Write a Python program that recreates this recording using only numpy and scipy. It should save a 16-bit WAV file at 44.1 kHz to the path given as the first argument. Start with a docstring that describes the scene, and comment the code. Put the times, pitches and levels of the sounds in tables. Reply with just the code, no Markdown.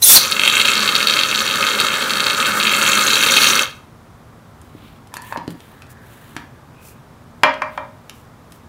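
"""An aerosol can sprays foam into a steel mixing bowl in a small hard-walled room.
Bare gas rushes out first, then foam sputters through the nozzle: a roar full of bursting gas pockets,
coloured by the bowl. Afterwards the plastic cap is handled and knocked, and something hollow drops
and bounces. Cloth and hands rustle over a low room hum."""
import sys
import numpy as np
from scipy import signal
from scipy.fft import rfft, irfft, next_fast_len
from scipy.io import wavfile

SR = 44100
rng = np.random.default_rng(int(sys.argv[2]) if len(sys.argv) > 2 else 0)


def put_to_file(sound):
    """Save the sound as 16-bit audio at rate SR, in the file named by the first command-line argument."""
    columns = np.atleast_2d(sound).T  # one column per channel
    safe = np.clip(columns, -1, 1)
    whole_steps = np.round(safe * 32767)
    wavfile.write(sys.argv[1], SR, whole_steps.astype(np.int16))


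N = 383096
FFT_SIZE = next_fast_len(N + SR)
HZ = np.maximum(np.arange(FFT_SIZE // 2 + 1) * SR / FFT_SIZE, 1)
TIME = np.arange(N) / SR

# Table levels are relative, ahead of the mix gains.
# room hum (frequency [Hz], density [dB])
HUM_SPECTRUM = [(12, -57.5), (20, -22), (44, -14), (101, -3.5), (172, -8), (192, -16.5), (227, -5.5),
                (300, -16), (604, -18.5), (714, -18.5), (1150, -19), (2810, -35), (3710, -34.5),
                (4040, -37), (15900, -45.5)]
# room decay (frequency [Hz], T60 [s])
ROOM_T60 = [(200, 0.33), (600, 0.41), (1500, 0.39), (4000, 0.33), (10000, 0.05)]
# cloth and skin (time [s], half-width [s], dull level [dB], bright level [dB])
SWISHES = [(4.657, 0.065, -62, -63), (4.854, 0.12, -53.5, -59.5), (5.156, 0.015, -44, -44),
           (5.29, 0.06, -45, -44), (5.51, 0.016, -61, -49), (5.668, 0.14, -54, -55),
           (5.913, 0.018, -65.5, -47.5), (6.117, 0.091, -53.5, -52.5), (6.303, 0.13, -53, -53.5),
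           (6.876, 0.051, -65.5, -44.5), (7.747, 0.043, -53.5, -56), (8.16, 0.08, -63, -56),
           (8.544, 0.038, -62, -54.5)]
# faint rubbing tones (time [s], half-width [s], level [dB], pitch [Hz])
SQUEAKS = [(6.057, 0.54, -52, 1686), (6.86, 0.1, -53, 2510)]
# hollow object landing (time [s], level [dB], tilt [dB/octave])
BOUNCES = [(7.434, 6.5, 7.5), (7.4425, 0, -4.5), (7.619, -4.5, 3), (7.777, -8, 0.5)]
# its modes (frequency [Hz], level [dB], T60 [s])
HOLLOW_MODES = [(271.6, -32, 0.57), (558, -25, 0.46), (617, -17.5, 0.36), (743, 4.5, 0.0062),
                (985, 8, 0.015), (1059, 2, 0.034), (1217, 3.5, 0.013), (1480, -4.5, 0.028),
                (1624, -5.5, 0.04), (1854, -5.5, 0.03), (2093, -9, 0.047), (2365, -3.5, 0.031),
                (2840, -2, 0.005), (3280, -12, 0.032), (4960, -20, 0.0036), (7400, -35, 0.0053)]
# dry cracks, alone or starting a knock (time [s], body level [dB], treble level [dB])
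TICKS = [(0.313, -21, -14), (1.803, -16, -11.5), (3.3688, -0.5, -14), (4.616, -42, -44),
         (5.0723, -38, -43.5), (5.14, -17.5, -27), (5.169, -32, -27), (5.22, -37, -32), (5.3263, -24, -49),
         (5.3735, -17.5, -43), (5.4778, -21.5, -39), (5.505, -28, -38), (5.604, -30, -44),
         (5.8204, -24.5, -42), (5.8671, -38, -51), (5.904, -44, -44), (6.3654, -12, -32), (7.4337, 2, -20),
         (7.54, -22, -52), (7.6195, -13, -51), (7.7756, -22.5, -57), (8.096, -21.5, -34.5),
         (8.5214, -30.5, -38)]
# blows on the worktop (time [s], level [dB], tilt [dB/octave])
THUDS = [(4.750, -28, 3), (5.376, -14.5, -4.5), (5.479, -6.5, -6), (6.365, -28.5, 11.5), (7.435, -33, -7)]
# its modes (frequency [Hz], level [dB], T60 [s])
WORKTOP_MODES = [(107, -36, 0.043), (172, -20.5, 0.25), (217, -27.5, 0.12), (266, -12.5, 0.04),
                 (307, 5.5, 0.03)]
# cap knocking on the can (time [s], level [dB], tilt [dB/octave])
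CAP_HITS = [(5.139, -19, -5), (5.168, -19, 9), (5.324, -7.5, -0.5), (5.360, -5.5, -9), (6.365, -18, 3)]
# its modes (frequency [Hz], level [dB], T60 [s])
CAP_MODES = [(517, -24, 0.014), (945, -3, 0.021), (1240, -5.5, 0.0056), (1733, -4, 0.015),
             (2680, -20, 0.016), (4410, -21, 0.018)]
# cap rubbing along its seat (time [s], level [dB])
CAP_SLIDE = [(5.12, -49), (5.184, -48), (5.308, -41), (5.364, -56), (5.45, -59.5)]
# whistles as the valve opens and as foam arrives
# (time [s], level [dB], pitch [Hz], bandwidth [Hz], rise [s], fall [s])
WHISTLES = [(0.029, -11.5, 4050, 150, 0.0047, .008), (.035, -9.5, 6220, 250, 0.0066, .01),
            (0.041, -10, 9760, 300, 0.0093, .015), (.169, 2.5, 4400, 600, 0.0091, .005)]
# bare gas (frequency [Hz], density [dB])
RUSH_SPECTRUM = [(40, -30), (300, -32.5), (1000, -19), (2500, -13), (3500, -8.5), (6000, -3.5), (9000, -2),
                 (16000, -2)]
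# empty nozzle resonances (frequency [Hz], width [Hz], gain [dB])
NOZZLE_MODES = [(3500, 280, 15), (5640, 480, 6.5), (6900, 200, 4.5), (8610, 380, 9), (10340, 230, 10),
                (11060, 170, 10), (11850, 450, 9.5), (13850, 450, 6.5), (14500, 200, 5.5), (15060, 200, 6)]
# foam flow (time [s], level [dB], small pockets re flow [dB], thin pockets re flow [dB],
# centre pitch of small pockets and pops [Hz])
FOAM_FLOW = [(0.102, -32, 8.5, 9.5, 3880), (0.17, -29, 4.5, 14.5, 3950), (0.22, -29, 8, 3.5, 3780),
             (0.35, -26.5, -4.5, -2.5, 3700), (0.42, -24, 1.5, -2.5, 2950), (0.62, -24, 5.5, 0, 3330),
             (0.8, -22.5, -0.5, -6.5, 4100), (1.3, -25, 3, -4.5, 3530), (1.7, -22, -6, -8.5, 3500),
             (2.301, -22, -8, -9.5, 3500), (2.7, -21.5, 0, -4.5, 2950), (2.901, -19.5, -2.5, -3, 3100),
             (3.35, -21, 1.5, 1.5, 3500), (3.45, -22, 4, 5, 3360), (3.63, -19.5, -5.5, -4.5, 3320)]
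# foam roar (frequency [Hz], density [dB])
ROAR_SPECTRUM = [(60, -36), (150, -5.5), (500, -4), (1000, -8.5), (1300, -0.5), (1800, -1.5), (2500, -18.5),
                 (5000, -17), (16000, -31)]
# gas hiss in the foam (frequency [Hz], density [dB])
HISS_SPECTRUM = [(100, -31), (1000, -28.5), (2500, -16.5), (3500, -14), (6000, -2), (9000, 6),
                 (16000, -0.5)]
# thin, high pockets (time [s], centre pitch [Hz])
THIN_PITCH = [(0.2, 6000), (0.65, 7200), (1.5, 6300), (2.2, 7400), (3.0, 6800), (3.4, 6000)]
# biggest pockets bursting (time [s], level [dB], pitch [Hz])
BURSTS = [(0.3215, 4, 4300), (0.3673, -4, 2630), (0.3954, 6, 2980), (0.4354, 4, 2700), (0.477, 4.5, 2770),
          (0.5305, -7, 2660), (0.5685, 3, 2600), (0.603, 0.5, 2680), (0.654, 1, 2680), (0.685, 3, 2650),
          (0.7543, 1, 4470), (0.7787, 0.5, 4300), (0.89, 1.5, 3190), (0.9524, 8.5, 4400), (1.0714, 9, 4040),
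          (1.098, 4, 3620), (1.1665, -3.5, 2540), (1.1904, 3.5, 3170), (1.2346, 4, 3700),
          (1.3769, -4, 4460), (1.544, -16, 3300), (1.5973, -8, 2700), (1.6276, 0.5, 2710),
          (1.8005, 3, 3800), (1.905, -8, 2640), (2.099, -14, 3230), (2.204, 1, 3780), (2.2417, -1, 4370),
          (2.2671, 4, 4300), (2.3053, -3.5, 2580), (2.403, -2, 4230), (2.6792, -2.5, 3150),
          (2.7175, -4, 3850), (2.7423, -16, 2160), (2.883, -6, 2180), (3.103, -1, 3200), (3.133, 3, 3750),
          (3.156, 4, 3700), (3.3393, 3, 3560), (3.3702, 10.5, 3770)]
# air resonances and dips of the bowl (frequency [Hz], width [Hz], gain [dB])
BOWL_MODES = [(212.2, 22, 10.5), (537, 40, 8), (722, 120, -11), (1238, 52, 6.5), (1370, 810, 6),
              (1920, 140, -8), (2158, 120, 8.5), (2630, 580, 11), (2950, 160, -6), (3190, 330, 8.5),
              (3798, 334, 10), (4400, 340, 12), (5700, 87, 8), (6120, 360, 6.5), (6680, 250, 4.5),
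              (7230, 190, 6), (7880, 92, 4), (8410, 190, 2.5)]

OPEN_S, FOAM_S, SHUT_S = 0.023, 0.1672, 3.624   # valve opens, foam reaches the nozzle, valve shuts
BOWL_ECHO_S = 0.00171   # round trip, nozzle to bowl floor


def from_db(db):
    """Decibels to gain."""
    return 10 ** (np.asarray(db) / 20)


def unit_rms(x):
    """Scale to rms 1."""
    return x / np.sqrt(np.mean(x ** 2) + 1e-20)


def band(x, low_hz, high_hz):
    """Band-pass."""
    return signal.sosfilt(signal.butter(2, [low_hz, high_hz], "band", fs=SR, output="sos"), x)


def swell(at_s, half_width_s):
    """Gaussian envelope."""
    return np.exp(-((TIME - at_s) / half_width_s) ** 2)


def spectrum_db(points):
    """Spectrum table interpolated over log frequency."""
    hz, db = np.transpose(points)
    return np.interp(np.log(HZ), np.log(hz), db)


def peaks_db(modes):
    """Bell-shaped peaks and dips, summed in dB."""
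    return sum(db / (1 + (2 * (HZ - hz) / width_hz) ** 2) for hz, width_hz, db in modes)


def colour(x, response_db):
    """Minimum-phase filter of given magnitude."""
    cepstrum = irfft(response_db * np.log(10) / 20, FFT_SIZE)
    cepstrum[1:FFT_SIZE // 2] *= 2
    cepstrum[FFT_SIZE // 2 + 1:] = 0
    return irfft(rfft(x, FFT_SIZE) * np.exp(rfft(cepstrum)), FFT_SIZE)[:N]


def shaped_noise(response_db):
    """Coloured noise, rms 1."""
    return unit_rms(colour(rng.standard_normal(N), response_db))


def drift(rate_hz):
    """Low-passed random fluctuation, rms 1."""
    r = np.exp(-2 * np.pi * rate_hz / SR)
    return unit_rms(signal.lfilter([1], [1, -2 * r, r * r], rng.standard_normal(N + SR))[SR:])


def ring(drive, hz, t60_s):
    """Resonator: a unit click starts a decaying unit sine."""
    r, w = from_db(-60 / (t60_s * SR)), 2 * np.pi * hz / SR
    return signal.lfilter([0, np.sin(w)], [1, -2 * r * np.cos(w), r * r], drive + 1e-18)


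def strike(hits, modes, mode_ratio, contact_s):
    """Each blow rings all modes, tilted by contact hardness and low-passed by contact time."""
    out, scatter_db = np.zeros(N), rng.standard_normal((len(hits), len(modes)))
    at_s, hit_db, db_per_octave = np.transpose(hits)
    pivot_hz = modes[len(modes) // 4][0]
    for k, (hz, mode_db, t60_s) in enumerate(modes):
        db = hit_db + mode_db + db_per_octave * np.log2(hz / pivot_hz) + scatter_db[:, k]
        clicks = np.zeros(N)
        clicks[np.round(at_s * SR).astype(int)] = mode_ratio ** k * from_db(db)
        out += ring(clicks, hz, t60_s)
    r = np.exp(-1 / (contact_s * SR))
    return signal.lfilter([1 - r], [1, -r], out)


def puffs(times_s, levels_db, decay_s):
    """Sudden, fast-decaying puffs of white noise."""
    out, t = np.zeros(N + 1000), np.arange(1000) / SR
    for at_s, db in zip(times_s, levels_db):
        at = round(at_s * SR)
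        out[at:at + 1000] += from_db(db) * rng.standard_normal(1000) * np.exp(-t / decay_s)
    return out[:N]


def room_hum():
    """Steady low noise."""
    return from_db(-43.5) * shaped_noise(spectrum_db(HUM_SPECTRUM))


def room_echoes(x):
    """Dense wall echoes: octave bands of noise, each with its own decay."""
    t = np.arange(SR * 2 // 3) / SR
    hz, decays_s = np.transpose(ROOM_T60)
    echoes = 0
    for low_hz in 90 * 2. ** np.arange(8):
        t60_s = np.interp(np.log(low_hz * np.sqrt(2)), np.log(hz), decays_s)
        octave = band(rng.standard_normal(len(t)), low_hz, min(2 * low_hz, 0.45 * SR))
        echoes += octave * from_db(-60 * t / t60_s)
    echoes *= np.clip((t - 0.003) / 0.0023, 0, 1)   # first wall after 3 ms
    echoes /= np.sqrt(np.sum(echoes ** 2))
    return irfft(rfft(x, FFT_SIZE) * rfft(echoes, FFT_SIZE), FFT_SIZE)[:N]


def rustle():
    """Cloth and skin rub: grainy noise, broad for swishes, resonant for squeaks."""
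    grain = rng.standard_normal(N) * from_db(2 * drift(120))
    dull, bright = unit_rms(band(grain, 2100, 4140)), unit_rms(band(grain, 4000, 19000))
    swishes = sum(swell(at_s, width_s) * (from_db(dull_db) * dull + from_db(bright_db) * bright)
                  for at_s, width_s, dull_db, bright_db in SWISHES)
    squeaks = sum(swell(at_s, width_s) * from_db(db) * unit_rms(ring(grain, hz, t60_s=0.009))
                  for at_s, width_s, db, hz in SQUEAKS)
    return swishes + squeaks


def hollow_drop():
    """A hollow object rings at each bounce."""
    return from_db(-5) * strike(BOUNCES, HOLLOW_MODES, mode_ratio=-0.93, contact_s=50e-6)


def ticks():
    """Dry cracks in a body band and a treble band."""
    at_s, body_db, treble_db = np.transpose(TICKS)
    body = band(puffs(at_s, body_db + 0.5, decay_s=0.0024), 740, 4100)
    treble = band(puffs(at_s, treble_db + 5.5, decay_s=0.002), 5660, 11590)
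    return body + treble


def handling():
    """The cap rubs on its seat and knocks on the can; worktop thuds, ticks."""
    rub = rng.standard_normal(N) * from_db(3.76 * drift(200))
    rubbed_cap = ring(rub, 1000, 0.053) + from_db(0.5) * ring(rub, 1780, 0.03) + from_db(2.5) * rub
    slide_db = np.interp(TIME, *np.transpose(CAP_SLIDE), left=-120, right=-120)
    knocks = strike(CAP_HITS, CAP_MODES, mode_ratio=-0.93, contact_s=50e-6)
    thuds = -strike(THUDS, WORKTOP_MODES, mode_ratio=0.8, contact_s=95e-6)
    return from_db(slide_db) * unit_rms(rubbed_cap) + knocks + thuds + ticks()


def nozzle_squeal(peak_s=3.33, rise_s=0.45, fall_s=0.1, end_hz=3700, sag_hz_per_s=1500):
    """The foam-filled nozzle squeals faintly: a rough tone, sagging until its peak."""
    hz = end_hz + sag_hz_per_s * np.clip(peak_s - TIME, 0, 1)
    level = from_db(-20) * swell(peak_s, np.where(TIME < peak_s, rise_s, fall_s))
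    return level * drift(110) * np.sin(2 * np.pi * np.cumsum(hz) / SR)


def valve_whistles():
    """Noise in narrow resonances, each under a quick swell."""
    out, noise = np.zeros(N), rng.standard_normal(N)
    for at_s, db, hz, width_hz, rise_s, fall_s in WHISTLES:
        narrow = unit_rms(band(noise, hz - width_hz / 2, hz + width_hz / 2))
        out += from_db(db) * swell(at_s, np.where(TIME < at_s, rise_s, fall_s)) * narrow
    return out


def gas_rush():
    """Bare gas leaks, rushes through the opened valve, then is choked by foam."""
    open_db_per_s, grow_db_per_s, choke_db_per_s, fade_db_per_s = 2598, 150, 1000.5, 201.5
    leak_db, start_db, full_db, choked_db = -42.5, -13.5, -1.1, -13.5
    db = np.minimum(start_db + grow_db_per_s * (TIME - OPEN_S), full_db)
    db = np.maximum(db - open_db_per_s * np.maximum(OPEN_S - TIME, 0), leak_db)
    choked_s = np.maximum(TIME - FOAM_S, 0)
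    db += np.maximum(-choke_db_per_s * choked_s, choked_db - fade_db_per_s * choked_s)
    bright = from_db(db) * shaped_noise(spectrum_db(RUSH_SPECTRUM) + peaks_db(NOZZLE_MODES))
    blow = from_db(-28.5 + 0.5 * db)
    plop = from_db(-17.5) * swell(0.171, 0.014)   # first plug of foam blown out
    return bright + (blow + plop) * unit_rms(band(rng.standard_normal(N), 60, 3000))


def valve_shut_db(shut_db_per_s=411, dribble_db=-14.5, dribble_db_per_s=172):
    """Flow loss as the valve shuts: fast drop, slower dribble."""
    since_s = np.maximum(TIME - SHUT_S, 0)
    return np.maximum(-shut_db_per_s * since_s, dribble_db - dribble_db_per_s * since_s)


def pockets(centre_hz, log_spread, base_per_s, size_db, t60_cycles):
    """Gas pockets burst in random clumps, pitches scattered round the centre."""
    sizes = from_db(size_db * np.minimum(rng.exponential(1, N), 4)) * rng.choice([-1, 1], N)
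    clicks = sizes * (rng.random(N) < base_per_s * from_db(3 * drift(40)) / SR)
    bank_hz = np.geomspace(1800, 9000, 16)
    pitch_hz = centre_hz * np.exp(log_spread * rng.standard_normal(N))
    slot = np.searchsorted(bank_hz, pitch_hz).clip(0, 15)
    out = np.zeros(N)
    for k, hz in enumerate(bank_hz):
        ringing = ring(clicks * (slot == k), hz, t60_cycles / hz)
        out += hz * ring(ringing, hz, t60_cycles / hz)   # wet walls soften each onset
    return unit_rms(out)


def bursts(events, rise_cycles, echo_db):
    """Each burst is a wavelet bouncing between bowl and can, inverted every round trip."""
    out, t = np.zeros(N + 2000), np.arange(500) / SR
    for at_s, db, hz in events:
        age = t * hz / rise_cycles
        wavelet = np.sin(2 * np.pi * hz * t) * age * np.exp(1 - age)
        for trip in range(4):
            at = round((at_s + trip * BOWL_ECHO_S) * SR)
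            out[at:at + 500] += from_db(db + echo_db * trip) * (-1) ** trip * wavelet
    return out[:N]


def pops(level, centre_hz, per_s=55, spread_db=3.5):
    """The nozzle fills and lets go: a jittered train of bursts, each with a bright spit."""
    gap, size, pitch = rng.standard_normal((300, 3)).T
    times_s = np.cumsum(np.exp(0.5 * gap) / per_s)
    at = np.clip((times_s * SR).astype(int), 0, N - 1)
    db = 13 + spread_db * size + 20 * np.log10(level[at] + 1e-9)
    hz = centre_hz[at] * np.exp(0.15 * pitch)
    spit = band(puffs(at / SR, db - 17.5, decay_s=0.0048), 5500, 14000)
    return bursts(zip(at / SR, db, hz), rise_cycles=0.46, echo_db=-13) + spit


def foam_spray():
    """Roar, hiss and bursting pockets leave the nozzle and sound through the bowl."""
    times_s, *columns = np.transpose(FOAM_FLOW)
    flow_db, small_db, thin_db, centre_hz = [np.interp(TIME, times_s, c) for c in columns]
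    thin_hz = np.interp(TIME, *np.transpose(THIN_PITCH))
    shut_db = valve_shut_db()
    flow = from_db(flow_db + shut_db) * (TIME > times_s[0])
    sputter = drift(60)   # stuttering flow: roar and hiss flicker together
    roar = from_db(-5 + 1.6 * sputter) * shaped_noise(spectrum_db(ROAR_SPECTRUM))
    hiss_db = -5.5 + 0.75 * thin_db + 2 * sputter - 0.2 * shut_db   # lingers after shut-off
    hiss = from_db(hiss_db) * shaped_noise(spectrum_db(HISS_SPECTRUM) + 0.13 * peaks_db(NOZZLE_MODES))
    small = pockets(centre_hz, log_spread=0.2, base_per_s=450, size_db=4.5, t60_cycles=2.9)
    thin = pockets(thin_hz, log_spread=0.08, base_per_s=670, size_db=5.5, t60_cycles=13)
    crackle = from_db(small_db - 8) * small + from_db(thin_db - 6.5) * thin
    popping = pops(flow * from_db(small_db / 2), centre_hz)
    big = from_db(-6) * bursts(BURSTS, rise_cycles=0.41, echo_db=-10.5)
    return colour(flow * (roar + hiss + crackle) + popping + big, peaks_db(BOWL_MODES))


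def scene():
    """Mono mix; handling and drop are wetter than the spray."""
    spray = gas_rush() + foam_spray() + valve_whistles() + nozzle_squeal()
    knocks = handling() + hollow_drop()
    hum = room_hum()
    wet = room_echoes(from_db(-13) * spray + from_db(-8.5) * knocks)
    low_cut = signal.butter(2, 90, "high", fs=SR, output="sos")   # small sources radiate no deep bass
    return (signal.sosfilt(low_cut, spray + knocks + wet) + rustle() + hum)[None]


def record(dry, cutoff_hz=16050):
    """Input overload flattens the peaks; a steep low-pass cuts the top."""
    flattened = dry / (1 + np.abs(dry) ** 6) ** (1 / 6)
    low_pass = signal.cheby2(20, 55, cutoff_hz, fs=SR, output="sos")
    return np.clip(signal.sosfilt(low_pass, flattened), -1, 1)


dry = scene()
out = record(dry)
put_to_file(out)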